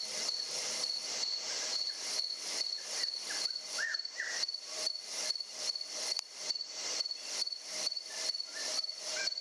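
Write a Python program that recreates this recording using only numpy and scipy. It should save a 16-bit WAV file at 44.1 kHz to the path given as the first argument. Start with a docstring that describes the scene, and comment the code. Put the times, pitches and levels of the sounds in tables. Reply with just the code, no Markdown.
"""A field at night: one near cricket chirps by scraping its wings, and a katydid buzzes on and off.
Coyotes yip far away, and something ticks once close by. Behind them a chorus of far insects
hisses over a low drone, a faint hum and a fading motor. The microphone is mono; its automatic
volume control drops at every chirp and climbs back, so the whole chorus pumps."""
import sys
import numpy as np
from scipy import signal
from scipy.fft import rfft, irfft
from scipy.io import wavfile
from scipy.ndimage import uniform_filter1d

SR = 44100
rng = np.random.default_rng(int(sys.argv[2]) if len(sys.argv) > 2 else 0)


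def pcm_store(signal):
    """Save signal as 16-bit PCM."""
    levels = np.round(np.clip(np.atleast_2d(signal), -1, 1) * 32767)
    wavfile.write(sys.argv[1], SR, levels.astype(np.int16).T)


N = 414848

# Each chirp is a soft lead-in and three full wing strokes, timed at their peaks:
# lead_in_s, first_s, second_s, third_s, lead_in_db, strokes_db
CHIRPS = [(-.13, -.095, -.045, .0086, -40, -18), (.26, .294, .3456, .4011, -42, -16.5),
          (.7987, .8404, .8982, .9435, -37, -18.5), (1.1977, 1.238, 1.2866, 1.337, -32, -16.5),
          (1.7367, 1.765, 1.817, 1.873, -27.5, -15.5), (2.1661, 2.197, 2.2446, 2.3004, -28, -14.5),
          (2.589, 2.617, 2.6682, 2.729, -31, -13), (3.0005, 3.0423, 3.0889, 3.1403, -31, -12.1),
          (3.419, 3.46, 3.5087, 3.561, -27.5, -11.5), (3.92, 3.951, 3.997, 4.0546, -32, -10.6),
          (4.4066, 4.439, 4.491, 4.5473, -33, -9.7), (4.8377, 4.874, 4.9039, 4.957, -34.5, -9.8),
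          (5.275, 5.309, 5.3578, 5.409, -31.5, -9.7), (5.676, 5.7003, 5.759, 5.8143, -31, -11.5),
          (6.0867, 6.1225, 6.1714, 6.225, -32.5, -14.5), (6.4766, 6.5105, 6.5589, 6.6124, -30, -10.2),
          (6.968, 7.0108, 7.061, 7.1129, -36, -11), (7.3955, 7.425, 7.4759, 7.5286, -31, -9.2),
          (7.8395, 7.8748, 7.9225, 7.9743, -31, -10.8), (8.2575, 8.2996, 8.35, 8.4063, -30, -10.4),
          (8.7424, 8.7953, 8.8444, 8.8959, -33, -10.8), (9.233, 9.2787, 9.326, 9.3812, -32.5, -11.8)]
# The four strokes: pitch_hz, peak_db (added to the chirp's), hump_db, drag_db (both added to the peak's)
STROKES = [(4290, -3, 0, -1), (4450, -.3, -5, 0), (4445, .2, -6, .5), (4452, -.1, -7, 1)]
# How much a stroke varies by chance: pitch_hz, peak_db, hump_db, drag_db
STROKE_SPREAD = (12, .5, 2, 1)
# A full stroke's dragging end is heard more while the microphone points away: time_s, change_db
DRAG_LEVELS = [(0, -4), (1, -2), (2.3, -3), (3.2, -6), (3.9, -14), (9.41, -17)]
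# Single echoes of the cricket: delay_s, level_db
ECHOES = [(0.034, -12), (.086, -15.5)]


def cricket():
    """Each wing stroke rings a pure, sinking tone: a sharp peak, a second hump, a dragging end."""
    t = np.arange(-.02, .05, 1 / SR)  # seconds from the peak
    peak = np.exp(-(t / np.where(t < 0, .0034, .003)) ** 2)
    peak += gain_of(-15) * np.exp(-((t + .007) / .005) ** 2)  # a soft start
    hump = np.exp(-((t - .0085) / .0055) ** 2)
    drag_shape = np.exp(-((t + .004) / np.where(t < -.004, .009, .022)) ** 2)
    late = np.maximum(t, 0)
    chirps = np.array(CHIRPS)
    peak_times = chirps[:, :4]
    strokes = STROKES + STROKE_SPREAD * rng.standard_normal((len(chirps), 4, 4))
    strokes[:, 0, 1] += chirps[:, -2]  # lead-in level
    strokes[:, 1:, 1] += chirps[:, -1:]  # full stroke level
    strokes[:, 1:, -1] += np.interp(peak_times[:, 1:], *np.transpose(DRAG_LEVELS))
    heard = peak_times > -t[-1]
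    direct, drag = np.zeros((2, N))
    for peak_s, (hz, db, hump_db, drag_db) in zip(peak_times[heard], strokes[heard]):
        tone = np.cos(2 * np.pi * (hz * t - 1300 * late ** 2))  # the wing's teeth pass ever more slowly
        drag_tone = np.cos(2 * np.pi * ((hz + 60) * t - 3600 * (t + .012) ** 2))
        add(direct, peak_s + t[0], gain_of(db) * (peak + gain_of(hump_db) * hump) * tone)
        add(drag, peak_s + t[0], gain_of(db + drag_db) * drag_shape * drag_tone)
    scrape = abs(drag) * rng.standard_normal(N)  # uneven teeth add a rasp just below the tone
    drag += gain_of(9) * resonate_twice(scrape, hz=4200, width_hz=320)
    near = direct + scatter(drag, fade_s=.18, build_s=.001)
    echoes = sum(gain_of(db) * np.pad(direct, (round(delay_s * SR), 0))[:N] for delay_s, db in ECHOES)
    return near + echoes + gain_of(-12) * scatter(direct, fade_s=.45, build_s=.015)


# When the katydid buzzes: start_s, end_s, level_db
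BUZZES = [(-.8, 1.03, -50.5), (1.5, 3.76, -50.5), (4.1, 6.42, -50), (6.78, 9.1, -50.5)]
# Where its wings ring: pitch_hz, width_hz, level_db
WING_RINGS = [(8050, 730, -10), (9470, 1500, 11), (11000, 800, 2)]


def katydid():
    """Rapid tooth clicks ring the wings; each throbbing buzz swells from near silence and breaks off."""
    t = np.arange(N) / SR
    swell_s, stop_s, quiet_db = .6, .22, -28
    level = np.zeros(N)
    for start_s, end_s, db in BUZZES:
        fade_in = np.maximum(1 - (t - start_s) / swell_s, 0) ** 2
        fade_out = (t - end_s) / stop_s
        level += gain_of(db + quiet_db * np.clip(np.maximum(fade_in, fade_out), 0, 1.2))
    clicks = rng.standard_normal((len(WING_RINGS), N)) * gain_of(2 * wander(300) + 1.2 * wander(14))
    wings = sum(gain_of(db) * resonate_twice(drive, hz, width_hz)
                for drive, (hz, width_hz, db) in zip(clicks, WING_RINGS))
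    return level * evened(wings)


# One gliding tone of a yip per row; a fraction runs from 0 to 1 along the yip:
# start_s, length_s, first_hz, turn_hz, last_hz, turn_fraction, loudest_fraction, level_db
YIPS = [(.38, .05, 1890, 1880, 1520, .1, .45, -46), (1.49, .05, 1470, 1620, 1668, .8, .6, -45),
        (1.61, .04, 1552, 1650, 1566, .45, .45, -44), (1.89, .03, 1810, 1800, 1394, .05, .4, -38),
        (2.778, .032, 1800, 1790, 1461, .05, .3, -40), (2.94, .13, 1464, 1970, 1440, .62, .9, -44),
        (3.295, .035, 1850, 1840, 1280, .05, .5, -33), (3.47, .05, 1285, 1580, 1600, .8, .4, -37),
        (3.775, .178, 1200, 1850, 1280, .46, .55, -23.5), (4.14, .25, 1700, 1960, 1860, .2, .3, -32),
        (4.197, .042, 1890, 1870, 1300, .05, .15, -22), (4.6, .27, 1090, 1120, 1105, .6, .5, -52),
        (5.23, .06, 1694, 1744, 1630, .4, .5, -48), (7.155, .13, 2500, 2750, 2720, .4, .15, -44),
        (7.165, .1, 3400, 3420, 3400, .3, .15, -45), (8.09, .15, 1740, 1760, 1750, .25, .2, -41),
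        (8.47, .06, 1300, 1390, 1400, .35, .35, -44), (8.53, .062, 1400, 1800, 1850, .85, .7, -40),
        (8.76, .16, 1200, 1310, 1280, .3, .15, -50), (9.16, .125, 1405, 1590, 1540, .25, .4, -35),
        (9.165, .115, 2150, 2370, 2250, .25, .35, -37)]


def coyotes():
    """Slightly hoarse calls, most arching up and then down, smeared by the long way over the field."""
    calls = np.zeros(N)
    pitch_shake, flutter = 1 + .011 * wander(250), gain_of(3 * wander(120))
    for start_s, length_s, first_hz, turn_hz, last_hz, turn, loudest, db in YIPS:
        progress = np.arange(0, length_s, 1 / SR) / length_s
        before = np.maximum(1 - progress / turn, 0)
        after = np.maximum((progress - turn) / (1 - turn), 0)
        hz = turn_hz + (first_hz - turn_hz) * before ** 2 + (last_hz - turn_hz) * after ** 1.3
        at = round(start_s * SR) + np.arange(len(progress))
        tone = np.sqrt(2) * flutter[at] * np.sin(2 * np.pi * np.cumsum(hz * pitch_shake[at]) / SR)
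        level = gain_of(db + np.interp(progress, [0, loudest, 1], [-11, 0, -19]))
        add(calls, start_s, level * tone * signal.windows.tukey(len(tone), .15))
    return calls + gain_of(-4.5) * scatter(calls, fade_s=.46, build_s=.026)


# The tones inside the tick: pitch_hz, level_db, fade_s (time to drop 60 dB)
TICK_TONES = [(900, -10, 0.0077), (2570, -1, 0.0033), (4700, 4.5, 0.0069), (6400, 21, 0.0013),
              (11000, -9, 0.0034)]


def tick(start_s=6.1913):
    """One hard knock near the microphone: a few tones that die at once, with no bass."""
    knock, t = np.zeros(N), np.arange(900) / SR
    ring = sum(gain_of(db - 60 * t / fade_s) * np.sin(2 * np.pi * hz * t)
               for hz, db, fade_s in TICK_TONES)
    onset = 1 - np.exp(-(t / .0006) ** 2)
    add(knock, start_s, gain_of(2.2) * ring * onset)
    knock += gain_of(-14) * scatter(knock, fade_s=.03, build_s=.002)
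    return signal.lfilter(*signal.butter(2, 350, "high", fs=SR), knock)


# How the far insects and night air spread from low to high: pitch_hz, level_db
CHORUS_COLOUR = [(24, -75), (40, -50), (146, -36), (178, -23.5), (386, -11), (471, -7), (1370, -13),
                 (1480, -15), (2100, -10.5), (2630, -12.5), (4110, -11), (5540, 1.5), (6770, -6.5),
                 (8900, -25), (15400, -45)]
# Far groups of trilling insects: pitch_hz, width_hz, level_db
TRILLS = [(2067, 110, -53.5), (2823, 71, -57), (4197, 300, -48), (4497, 180, -46)]


def insect_chorus():
    """Countless far insects blur into a hiss with drifting patches; a few groups trill on one pitch each."""
    real, imaginary, patches = rng.standard_normal((N // 128 + 5, 257, 3)).T  # grids of pitch by time
    patches = evened(uniform_filter1d(uniform_filter1d(patches, 6, axis=0), 8, axis=1))
    hiss = signal.istft((real + 1j * imaginary) * gain_of(1.3 * patches), nperseg=512, noverlap=384)[1]
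    pitches, levels = np.transpose(CHORUS_COLOUR)
    colour = gain_of(np.interp(np.log(np.fft.rfftfreq(N, 1 / SR) + 1), np.log(pitches + 1), levels))
    chorus = gain_of(-36.5) * evened(irfft(rfft(hiss[:N]) * colour, N))
    for hz, width_hz, db in TRILLS:
        pulses = rng.standard_normal(N) * gain_of(2.6 * wander(40))  # they fall in and out of step
        chorus += gain_of(db) * evened(resonate_twice(pulses, hz, width_hz))
    return chorus


# How loud the drone is: time_s, level_db
DRONE_LEVELS = [(0, -54), (2.1, -55.5), (3.4, -57), (3.8, -50), (4.3, -57), (4.8, -49.5), (5.2, -55),
                (6, -52), (6.9, -57), (7.5, -52), (9.41, -47.5)]


def drone():
    """A low, fuzzy tone that wavers in pitch as it swells and fades."""
    return level_curve(DRONE_LEVELS) * fuzzy_tone(hz=620 + 5 * wander(2), width_hz=38)


# How loud the motor is: time_s, level_db
MOTOR_LEVELS = [(0, -52.5), (.8, -51.5), (1.599, -61), (2.4, -62), (4, -69), (9.41, -65)]
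# The motor's tones: pitch_hz, width_hz, level_db (added to the motor's)
MOTOR_TONES = [(150.2, 25, -16), (221.7, 14, -10.5), (425, 14, -10.5), (503, 33, -3)]


def motor():
    """A far motor: fuzzy low tones that fade together."""
    tones = sum(gain_of(db) * fuzzy_tone(hz, width_hz) for hz, width_hz, db in MOTOR_TONES)
    return level_curve(MOTOR_LEVELS) * tones


# The tones of the hum: pitch_hz, level_db
HUM_TONES = [(120, -79.5), (180, -72), (240, -70.5), (300, -66.5)]


def hum():
    """Faint low tones that hold their pitch."""
    return sum(gain_of(db) * evened(resonate(rng.standard_normal(N), hz, width_hz=2.2))
               for hz, db in HUM_TONES)


def scatter(sound, fade_s, build_s):
    """Grass and trees send back many tiny echoes that build up, then die away by 60 dB in fade_s."""
    echoes, t = np.zeros(SR), np.arange(SR) / SR
    slots = np.arange(0, SR - 20, 20)
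    echoes[slots + rng.integers(0, 20, len(slots))] = rng.choice([-1., 1.], len(slots))
    echoes *= gain_of(-60 * t / fade_s) * np.clip(t / build_s, 0, 1) ** 2
    return signal.fftconvolve(sound, echoes / np.linalg.norm(echoes))[:N]


def resonate(sound, hz, width_hz):
    """Keeps the sound near one pitch: shifts that pitch down to zero, smooths, and shifts back."""
    spin = np.exp(2j * np.pi * np.cumsum(hz * np.ones(len(sound))) / SR)
    decay = np.exp(-np.pi * width_hz / SR)
    return 2 * (spin * signal.lfilter([1 - decay], [1, -decay], sound / spin)).real


def resonate_twice(sound, hz, width_hz):
    """Two passes let less through away from the pitch."""
    return resonate(resonate(sound, hz, width_hz), hz, width_hz)


def fuzzy_tone(hz, width_hz):
    """Noise narrowed until it has a pitch."""
    return evened(resonate_twice(rng.standard_normal(N), hz, width_hz))


def wander(per_s):
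    """A random wobble of size about 1 that turns per_s times a second."""
    points = rng.standard_normal(3000)
    return np.interp(np.arange(N) / SR * per_s, np.arange(len(points)), points) * np.sqrt(3 / 2)


def level_curve(rows):
    """Joins rows of time_s, level_db into a gain for every sample."""
    return gain_of(np.interp(np.arange(N) / SR, *np.transpose(rows)))


def gain_of(db):
    """Turns decibels into a number to multiply by."""
    return 10 ** (np.asarray(db) / 20)


def evened(sound):
    """Scales a sound to an average power of 1."""
    return sound / np.sqrt(np.mean(sound ** 2) + 1e-20)


def add(mix, start_s, sound):
    """Mixes a sound in at start_s."""
    at = round(start_s * SR)
    part = mix[max(at, 0):][:len(sound) + min(at, 0)]
    part += sound[max(-at, 0):][:len(part)]


def scene():
    """Everything reaches one microphone, so left and right are the same."""
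    mono = cricket() + insect_chorus() + katydid() + coyotes() + drone() + hum() + motor() + tick()
    return np.array([mono, mono])


def record(dry):
    """The volume control turns loud sounds down fast and recovers slowly; the highest treble is cut."""
    ceiling_db, soft_edge_db, recovery_db_per_s, top_hz = -33, 3, 78.1, 15350
    sense, lag = np.exp(-1 / (.0025 * SR)), np.exp(-1 / (.002 * SR))  # smoothing over 2.5 and 2 ms
    power = signal.lfilter([1 - sense], [1, -sense], dry[0] ** 2, zi=[gain_of(-41.5)])[0]
    power_db = 10 * np.log10(power + 1e-12)
    sink_db = np.arange(N) * recovery_db_per_s / SR
    held_db = np.maximum.accumulate(power_db + sink_db) - sink_db  # jumps to each peak, then sinks
    over_db = soft_edge_db * np.logaddexp(0, (held_db - ceiling_db) / soft_edge_db)
    cut_db = signal.lfilter([1 - lag], [1, -lag], 1.111 * over_db, zi=[over_db[0]])[0]
    treble_cut = signal.firwin(511, top_hz, window=("kaiser", 9), fs=SR)
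    return signal.oaconvolve(dry / gain_of(cut_db), treble_cut[None], "same")


dry = scene()
out = record(dry)
pcm_store(out)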